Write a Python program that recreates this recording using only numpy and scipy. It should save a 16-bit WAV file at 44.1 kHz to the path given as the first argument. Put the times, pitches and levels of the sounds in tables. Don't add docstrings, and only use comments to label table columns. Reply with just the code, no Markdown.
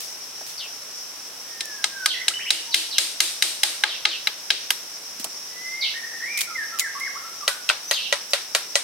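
import sys
import numpy as np
from scipy import signal
from scipy.fft import rfft, irfft, next_fast_len
from scipy.io import wavfile
from scipy.ndimage import uniform_filter1d, minimum_filter1d

SR = 44100
rng = np.random.default_rng(int(sys.argv[2]) if len(sys.argv) > 2 else 0)


def master(y):
    cut = np.clip(np.atleast_2d(y).T, -1, 1)
    pcm = np.round(cut * 32767)
    wavfile.write(sys.argv[1], SR, pcm.astype(np.int16))


N = 389403
TIME = np.arange(N) / SR
ALONG = np.linspace(0, 1, 33)

# (time [s], force [dB], hollow middle [dB], treble [dB], top [dB])
PEG_BLOWS = [(1.6071, -6, -18.5, -2.5, -6), (1.841, -4.5, -0.5, 4, -5.5), (2.059, -2, -1.5, 2.5, 4),
             (2.2816, -1, -7, 5, 0.5), (2.5045, 11.5, -11, -1, 2.5), (2.743, 16, -13.5, -3, 4),
             (2.9822, 14.5, -11, 1, 5), (3.2034, 13.5, -8, 2, 8), (3.4232, 13, -7, 1.5, 6.5),
             (3.633, 10.5, -1.5, 2.5, 7), (3.8367, 9.5, 0.5, -8.5, -4), (4.053, 11, -6.5, -6, -19),
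             (4.2716, 3.5, -6.5, -15, 6), (4.5039, 15, -16, -11, -9), (4.7045, -4.5, 0.5, -1.5, 19)]
# (delay [s], level against the direct sound [dB])
TRUNK_ECHOES = [(.012, -4.5), (.027, -7.5), (0.057, -18)]


def from_db(db):
    return 10 ** (np.asarray(db) / 20)


def at_hz(points, hz):
    knots, values = np.transpose(points)
    return np.interp(np.log(np.maximum(hz, 1)), np.log(knots), values)


def add(out, s, sound):
    start = max(round(s * SR), 0)
    out[:, start:start + sound.shape[-1]] += sound[..., :N - start]


def dying(t, t60):
    return np.exp(-np.log(1000) * t / t60)


def unit_energy(x):
    return x / np.sqrt(np.mean(np.sum(x ** 2, axis=-1)))


def cut(x, hz, kind, order=2):
    return signal.sosfilt(signal.butter(order, hz, kind, fs=SR, output="sos"), x)


def bell(x, hz, q, db):
    root_gain = from_db(db / 2)
    w = 2 * np.pi * min(hz, SR / 2 - 1) / SR
    k = np.sin(w) / (2 * q)
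    top = [1 + k * root_gain, -2 * np.cos(w), 1 - k * root_gain]
    bottom = [1 + k / root_gain, -2 * np.cos(w), 1 - k / root_gain]
    return signal.lfilter(top, bottom, x)


def drift(rate, size):
    steps = np.arange(size) * rate / SR
    knots = np.arange(size // 20 + 2)
    return np.interp(steps, knots, rng.standard_normal(len(knots)))


def diffuse(spectrum, size):
    # (frequency [Hz], likeness [0-1])
    likeness = [(60, 1), (500, 0.79), (1200, 0.44), (2500, 0.29), (5000, 0), (16000, 0.1)]
    length = next_fast_len(size) * 2
    hz = np.fft.rfftfreq(length, 1 / SR)
    mid, side = rfft(rng.standard_normal((2, length)))
    alike = np.clip(at_hz(likeness, hz), 0, 1)
    pair = np.sqrt(1 + alike) * mid + np.sqrt(1 - alike) * side * [[1], [-1]]
    return irfft(pair * from_db(at_hz(spectrum, hz)) * np.sqrt(SR) / 2)[:, :size]


def forest(x, linger, build_s):
    # (frequency [Hz], relative level [dB])
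    echo_colour = [(150, 15.5), (700, -9), (1800, -4.5), (4000, 1), (8500, 10.5), (15000, 5)]
    # (frequency [Hz], t60 [s])
    echo_decay = [(150, 0.38), (1000, 0.5), (3500, 0.54), (9000, 0.32), (16000, 0.16)]
    t, edges = TIME[:SR], 80 * 2. ** np.arange(9)
    scatter = diffuse(echo_colour, size=SR)
    tail = np.zeros((2, SR))
    for lo, hi in zip(edges, edges[1:]):
        t60 = linger * at_hz(echo_decay, np.sqrt(lo * hi))
        tail += cut(scatter, [lo, hi], "band") * dying(t, t60)
    response = unit_energy(tail * (1 - np.exp(-t / build_s)))
    return signal.fftconvolve(x, response, axes=-1)[:, :N]


def mallet(blows, modes, level_db, crack_db, crack_s, echo_db, echo_t60, slap_db, slap_t60,
           contact_s, spread, vary_db, low_hz):
    # (frequency [Hz], relative level [dB per Hz])
    crack_spectrum = [(100, -41), (350, -45), (900, -5), (2000, 2.5), (4000, 5), (6500, -2), (10000, -7.5),
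                      (15000, -23)]
    # (frequency [Hz], relative level [dB per Hz])
    wash_spectrum = [(100, -30), (350, -15.5), (600, -9.5), (1000, -9), (1800, -4), (2800, -2),
                     (3900, -0.5), (4500, -0.5), (5600, -5.5), (7300, -8.5), (8800, -8), (10000, -12.5),
                     (11500, -17.5), (15000, -29)]
    # (frequency [Hz], Q [-], gain [dB])
    wash_bands = [(2100, 11, -1), (3800, 27, 4), (8570, 16, 4)]
    out, t = np.zeros((2, N)), TIME[:SR // 2]
    hz, width, mode_db = np.transpose(modes)[:, :, None]
    lag = spread * np.minimum(hz / 4000, 1) * rng.choice([-1, 1], hz.shape)
    phase = rng.uniform(0, 2 * np.pi, hz.shape) + lag * np.array([1, -1])[:, None, None]
    rings = from_db(mode_db) * width * np.exp(-np.pi * width * t) * np.sin(2 * np.pi * hz * t + phase)
    onset = 1 - np.exp(-t / contact_s)
    slap_fade = from_db(slap_db) * unit_energy(dying(t, slap_t60))
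    fade = from_db(echo_db) * unit_energy(dying(t, echo_t60)) + slap_fade
    for s, force_db, middle_db, treble_db, top_db in blows:
        mode_gains = from_db(vary_db * rng.standard_normal(hz.shape))
        body = unit_energy((rings * mode_gains).sum(axis=1) * onset)
        grip = np.exp(-(t / crack_s) ** 4)
        crack = unit_energy(diffuse(crack_spectrum, size=len(t)) * onset * grip)
        wash = diffuse(wash_spectrum, size=len(t))
        for band_hz, q, band_db in wash_bands:
            wash = bell(wash, band_hz, q, band_db)
        knock = body + from_db(crack_db) * crack + wash / wash.std() * fade * onset
        knock = bell(knock, 1055, 0.71, middle_db)
        knock = bell(knock, 8300, 0.94, treble_db)
        knock = bell(knock, 12870, 1.33, top_db)
        add(out, s, from_db(level_db + force_db) * cut(knock, low_hz, "high"))
    return out


def rail_twang(level_db, start_hz, end_hz, settle_s, t60):
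    follows, seated_s = 0.72, 4.2
    out, t = np.zeros((2, N)), TIME[:SR // 4]
    pitch = end_hz + (start_hz - end_hz) * np.exp(-t / settle_s)
    swing = np.sin(2 * np.pi * np.cumsum(pitch) / SR)
    twang = swing * dying(t, t60) * (1 - np.exp(-t / settle_s))
    for s, force_db, *colour in PEG_BLOWS:
        if s < seated_s:
            add(out, s, from_db(level_db + follows * force_db) * twang)
    return out


def handling(top_hz, bump_t60):
    # (time [s], starting level [dB], t60 [s], lowest frequency [Hz])
    snaps = [(0.003, -32.5, 0.5, 3500), (0.464, -34, 0.3, 3000), (0.491, -36, 0.19, 3000),
             (1.655, -28.5, 0.024, 4020), (5.197, -29, 0.11, 2500), (5.243, -17.5, 0.038, 3400),
             (6.374, -16.5, 0.036, 2400), (6.388, -24, 0.15, 2400), (6.407, -16.5, 0.11, 2400),
             (6.788, -20.5, 0.025, 2400), (6.795, -12, 0.071, 2380), (6.998, -30.5, 0.072, 3000),
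             (8.306, -35, 0.14, 5000)]
    # (time [s], starting level [dB], frequency [Hz])
    bumps = [(0.408, -36.5, 610), (5.198, -36.5, 243), (5.245, -31.5, 650), (5.262, -39, 245),
             (5.261, -38.5, 990)]
    out, t = np.zeros((2, N)), TIME[:SR // 5]
    for s, db, t60, low_hz in snaps:
        grit = from_db(4 * drift(1500, size=len(t)))
        fibres = rng.standard_normal((2, len(t))) * grit
        fibres = cut(fibres, low_hz, "high")
        fibres = cut(fibres, min(top_hz, SR / 2 - 1), "low", order=1)
        add(out, s, from_db(db) * fibres / fibres.std() * dying(t, t60))
    for s, db, hz in bumps:
        thud = cut(rng.standard_normal(len(t)), [hz / 1.3, hz * 1.52], "band")
        add(out, s, from_db(db) * thud / thud.std() * dying(t, bump_t60))
    return out


def whistle(note, waver, waver_rate, flutter_db, edge_s=0.0018):
    s, hz, db = np.transpose(note)
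    t = TIME[:SR // 2] + s[0]
    glide = uniform_filter1d(np.interp(t, s, hz), SR // 150)
    pitch = glide * (1 + waver * drift(waver_rate, size=len(t)))
    gate = np.clip(np.minimum(t - s[0], s[-1] + edge_s - t) / edge_s, 0, 1)
    level = from_db(np.interp(t, s, db) + flutter_db * drift(75.3, size=len(t)))
    return np.sqrt(2) * level * gate * np.sin(2 * np.pi * np.cumsum(pitch) / SR)


def swell(s, length, start_hz, end_hz, db):
    swell_db, swell_power, glide_power = 20, 5.1, 1.4
    pitch = start_hz + (end_hz - start_hz) * ALONG ** glide_power
    return np.transpose([s + length * ALONG, pitch, db - swell_db * (1 - ALONG) ** swell_power])


def slur(s, length, start_hz, middle_hz, end_hz, db):
    edge_db = 5
    pitch = start_hz + (end_hz - start_hz) * ALONG
    edge = (2 * ALONG - 1) ** 2
    bend = (middle_hz - (start_hz + end_hz) / 2) * (1 - edge)
    return np.transpose([s + length * ALONG, pitch + bend, db - edge_db * edge])


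def trills():
    # (from [s], until [s], period [s], note length [s],
    # start pitch [Hz], middle pitch [Hz], end pitch [Hz], level [dB])
    trill_rows = [(2.161, 2.21, .034, 0.028, 1835, 2018, 1930, -30.5),
                  (2.392, 2.52, .058, .042, 1604, 2740, 3100, -30),
                  (5.938, 6.235, .088, .042, 1724, 1860, 1890, -31.5)]
    return [slur(s, *note) for start, until, period, *note in trill_rows
            for s in np.arange(start, until, period)]


def sing(notes, waver, waver_rate, flutter_db):
    out = np.zeros((2, N))
    for note in notes:
        add(out, note[0][0], whistle(note, waver, waver_rate, flutter_db))
    return out


def off_trunks(x):
    out = x.copy()
    for delay, db in TRUNK_ECHOES:
        add(out, delay, from_db(db) * x)
    return out


def songbirds(direct_db, echo_db, far_direct_db, far_echo_db, pan_db):
    # (time [s], length [s], start pitch [Hz], end pitch [Hz], level [dB])
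    near_whistles = [(1.459, .38, 1877, 1585, -41), (1.90, 0.16, 1629, 1474, -32.5),
                     (5.505, 0.36, 1970, 2185, -33)]
    # (time [s], length [s], start pitch [Hz], middle pitch [Hz], end pitch [Hz], level [dB])
    near_slurs = [(2.134, 0.031, 2230, 1940, 1860, -35), (2.188, 0.038, 1877, 2025, 2150, -26.5),
                  (2.303, .04, 1234, 1565, 2790, -37.5), (2.338, 0.042, 2850, 3040, 2900, -22),
                  (5.821, 0.042, 2216, 2287, 2260, -26), (6.239, 0.095, 1898, 2257, 2403, -27.5),
                  (6.342, 0.048, 2380, 2320, 2036, -23.5), (6.35, 0.061, 2327, 2440, 2480, -27.5),
                  (6.547, 0.09, 2200, 1828, 1660, -25), (6.806, 0.071, 2200, 1880, 1580, -24.5),
                  (7.005, 0.057, 2033, 2142, 2110, -25.5), (7.055, 0.0266, 2110, 1923, 1560, -30)]
    # (time [s], length [s], start pitch [Hz], end pitch [Hz], level [dB])
    far_whistles = [(2.542, .36, 940, 870, -53)]
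    # (time [s], length [s], start pitch [Hz], middle pitch [Hz], end pitch [Hz], level [dB])
    far_slurs = [(6.472, 0.074, 1413, 1300, 1230, -32.5), (6.72, 0.064, 1345, 1330, 1140, -30),
                 (6.949, 0.037, 1170, 1144, 1360, -29), (7.149, 0.032, 1050, 1176, 1445, -31.5),
                 (7.222, 0.073, 1247, 1330, 1280, -37), (7.406, 0.052, 1325, 1183, 1210, -31.5),
                 (7.491, .065, 1584, 1460, 1250, -37.5)]
    near = sing([swell(*row) for row in near_whistles], waver=.006, waver_rate=200, flutter_db=1.8)
    near += sing([slur(*row) for row in near_slurs], waver=.018, waver_rate=260, flutter_db=3.2)
    near += off_trunks(sing(trills(), waver=.04, waver_rate=700, flutter_db=3.5))
    far_notes = [swell(*row) for row in far_whistles] + [slur(*row) for row in far_slurs]
    far = sing(far_notes, waver=.022, waver_rate=200, flutter_db=3)
    to_forest = from_db(echo_db) * near + from_db(far_echo_db) * far
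    echo = forest(to_forest, linger=1.28, build_s=0.0018)
    direct = from_db(direct_db) * near + from_db(far_direct_db) * far
    return (direct + echo) * from_db([[pan_db / 2], [-pan_db / 2]])


def chirper(direct_db, echo_db, dull_hz):
    # (time after its start [s], pitch [Hz], relative level [dB])
    chirp_shape = [(0, 5113, 4.5), (.013, 4050, 2), (.029, 3240, -0.5), (.05, 2819, -1), (.078, 2600, -3.5)]
    # (time [s], level [dB], pan, plus is left [dB], echo [dB])
    chirps = [(0.579, -33.5, 3, -7.5), (2.068, -37.5, -1.5, 9), (2.712, -35, 0, 5), (2.911, -34.5, -2, 0.5),
              (3.875, -34, -1, 0), (4.087, -31, -1, -3.5), (5.81, -29, -2, 2), (7.928, -27, 0, -3),
              (8.004, -34, -4, 1)]
    out, scattered = np.zeros((2, 2, N))
    for s, db, pan_db, wet_db in chirps:
        for delay, bounce_db in [(0, 0)] + TRUNK_ECHOES:
            call = whistle(chirp_shape, waver=.052, waver_rate=1800, flutter_db=3)
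            path_db = db + bounce_db
            call = call * from_db([[path_db + pan_db / 2], [path_db - pan_db / 2]])
            add(out, s + delay, call)
            add(scattered, s + delay, from_db(wet_db) * call)
    echo = forest(cut(scattered, dull_hz, "low"), linger=0.71, build_s=0.0013)
    return from_db(direct_db) * out + from_db(echo_db) * echo


def thin_call(direct_db, echo_db):
    # (time [s], length [s], start pitch [Hz], end pitch [Hz], level [dB])
    thin_calls = [(7.815, .125, 5780, 6500, -34.5)]
    octave_db = -13
    partials = [swell(s, length, k * start_hz, k * end_hz, db + (k - 1) * octave_db)
                for s, length, start_hz, end_hz, db in thin_calls for k in (1, 2)]
    call = sing(partials, waver=.006, waver_rate=300, flutter_db=2)
    return from_db(direct_db) * call + from_db(echo_db) * forest(call, linger=.6, build_s=.003)


def background(pulse_db, pulse_rate, shimmer_db):
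    # (frequency [Hz], level [dB per Hz])
    air = [(25, -120), (40, -108), (65, -100.5), (100, -90.5), (200, -86), (500, -80.5), (1000, -80.5),
           (2000, -81), (4000, -80.5), (8000, -83), (12500, -85.5), (16000, -91.5)]
    # (frequency [Hz], level [dB per Hz])
    insects = [(4000, -100), (4800, -78), (5200, -69), (5550, -66), (6000, -70.5), (6500, -83),
               (7500, -100)]
    buzz = from_db(pulse_db * drift(pulse_rate, size=N) + shimmer_db * drift(180, size=N))
    return diffuse(air, size=N) + buzz * diffuse(insects, size=N)


def scene():
    # (time [s], force [dB], hollow middle [dB], treble [dB], top [dB])
    post_blows = [(7.4786, 1.5, 4.7, 1.5, 12), (7.9113, 4.5, 0.67, -3.5, 11), (8.1255, 0.5, 7.3, 0, 0.93),
                  (8.3339, 6.5, 1.1, -2.5, 4.5), (8.549, 1.5, 6.4, 0.5, 10.4), (8.7549, 2.5, 4.5, 7, 2.7)]
    # (time [s], force [dB], hollow middle [dB], treble [dB], top [dB])
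    stake_blows = [(7.6903, 8, -17, -3.5, -7), (7.6986, 2, 11.5, -7, 5)]
    # (frequency [Hz], width [Hz], relative level [dB])
    peg_modes = [(556, 38, -27), (670, 20, -24), (848, 35, -12.5), (1257, 33, -10), (1626, 88, -4),
                 (2093, 108, -1.5), (2448, 67, -22), (2847, 280, -4), (3253, 97, -4.5), (3927, 164, 0.5),
                 (4820, 270, -5.5), (5120, 59, -11.5), (5650, 420, -11), (6340, 140, -11), (7100, 320, -22),
                 (8630, 180, -10), (10290, 300, -21), (11500, 570, -20)]
    post_modes = [(437, 34, -12), (570.5, 36, 1), (637, 34, -7), (1008, 13, -11), (1372, 38, -7),
                  (1545, 26, -8), (1947, 39, 3), (2370, 80, -6), (3050, 440, -1), (3650, 250, -15),
                  (4000, 130, -0.5), (4560, 540, 3), (4760, 170, -9), (6350, 140, 1), (8200, 250, -32),
                  (10230, 460, -15)]
    stake_modes = [(590, 45, -8), (1410, 100, -2), (1530, 31, 0.5), (1830, 100, -16), (2580, 130, 0),
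                   (2670, 140, 2), (3150, 140, 3.5), (3250, 130, -13), (3970, 190, -0.5)]
    peg = mallet(PEG_BLOWS, peg_modes, level_db=13.0, crack_db=-2.0, crack_s=0.0065,
                 echo_db=-10.0, echo_t60=0.5, slap_db=-12.5, slap_t60=0.1,
                 contact_s=0.0011, spread=0.29, vary_db=3.0, low_hz=315)
    post = mallet(post_blows, post_modes, level_db=7.5, crack_db=-6.5, crack_s=0.0023,
                  echo_db=-5, echo_t60=0.38, slap_db=-5, slap_t60=0.065,
                  contact_s=0.00083, spread=0.4, vary_db=3.0, low_hz=306)
    stake = mallet(stake_blows, stake_modes, level_db=9.5, crack_db=-11, crack_s=0.0022,
                   echo_db=-9.5, echo_t60=0.42, slap_db=-2.5, slap_t60=0.07,
                   contact_s=0.0005, spread=0.35, vary_db=0.6, low_hz=330)
    blows = (peg + post + stake) * from_db([[.5], [-.5]])
    twang = rail_twang(level_db=-40.0, start_hz=418, end_hz=315.7, settle_s=0.022, t60=0.21)
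    hands = handling(top_hz=10400, bump_t60=0.062)
    hands = hands + from_db(-16) * forest(hands, linger=1.0, build_s=0.0037)
    birds = songbirds(direct_db=-3.5, echo_db=4, far_direct_db=-6.0, far_echo_db=9.5, pan_db=-1.0)
    birds = birds + chirper(direct_db=-2.5, echo_db=7.5, dull_hz=3970)
    birds = birds + thin_call(direct_db=-6.0, echo_db=0)
    bed = background(pulse_db=1.6, pulse_rate=22, shimmer_db=1.06)
    return blows + twang + hands + birds + bed


def limiter(x, ceiling, release_s):
    window = SR // 700
    peak = -minimum_filter1d(-abs(x).max(axis=0), window)
    depth = np.maximum(1 - ceiling / np.maximum(peak, ceiling), 1e-9)
    held = np.exp(np.maximum.accumulate(np.log(depth) + TIME / release_s) - TIME / release_s)
    return x * (1 - uniform_filter1d(held, window))


def record(dry):
    limited = limiter(cut(dry, hz=52, kind="high"), ceiling=0.92, release_s=0.067)
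    return signal.sosfilt(signal.ellip(10, .1, 80, 16000, fs=SR, output="sos"), limited)


dry = scene()
out = record(dry)
master(out)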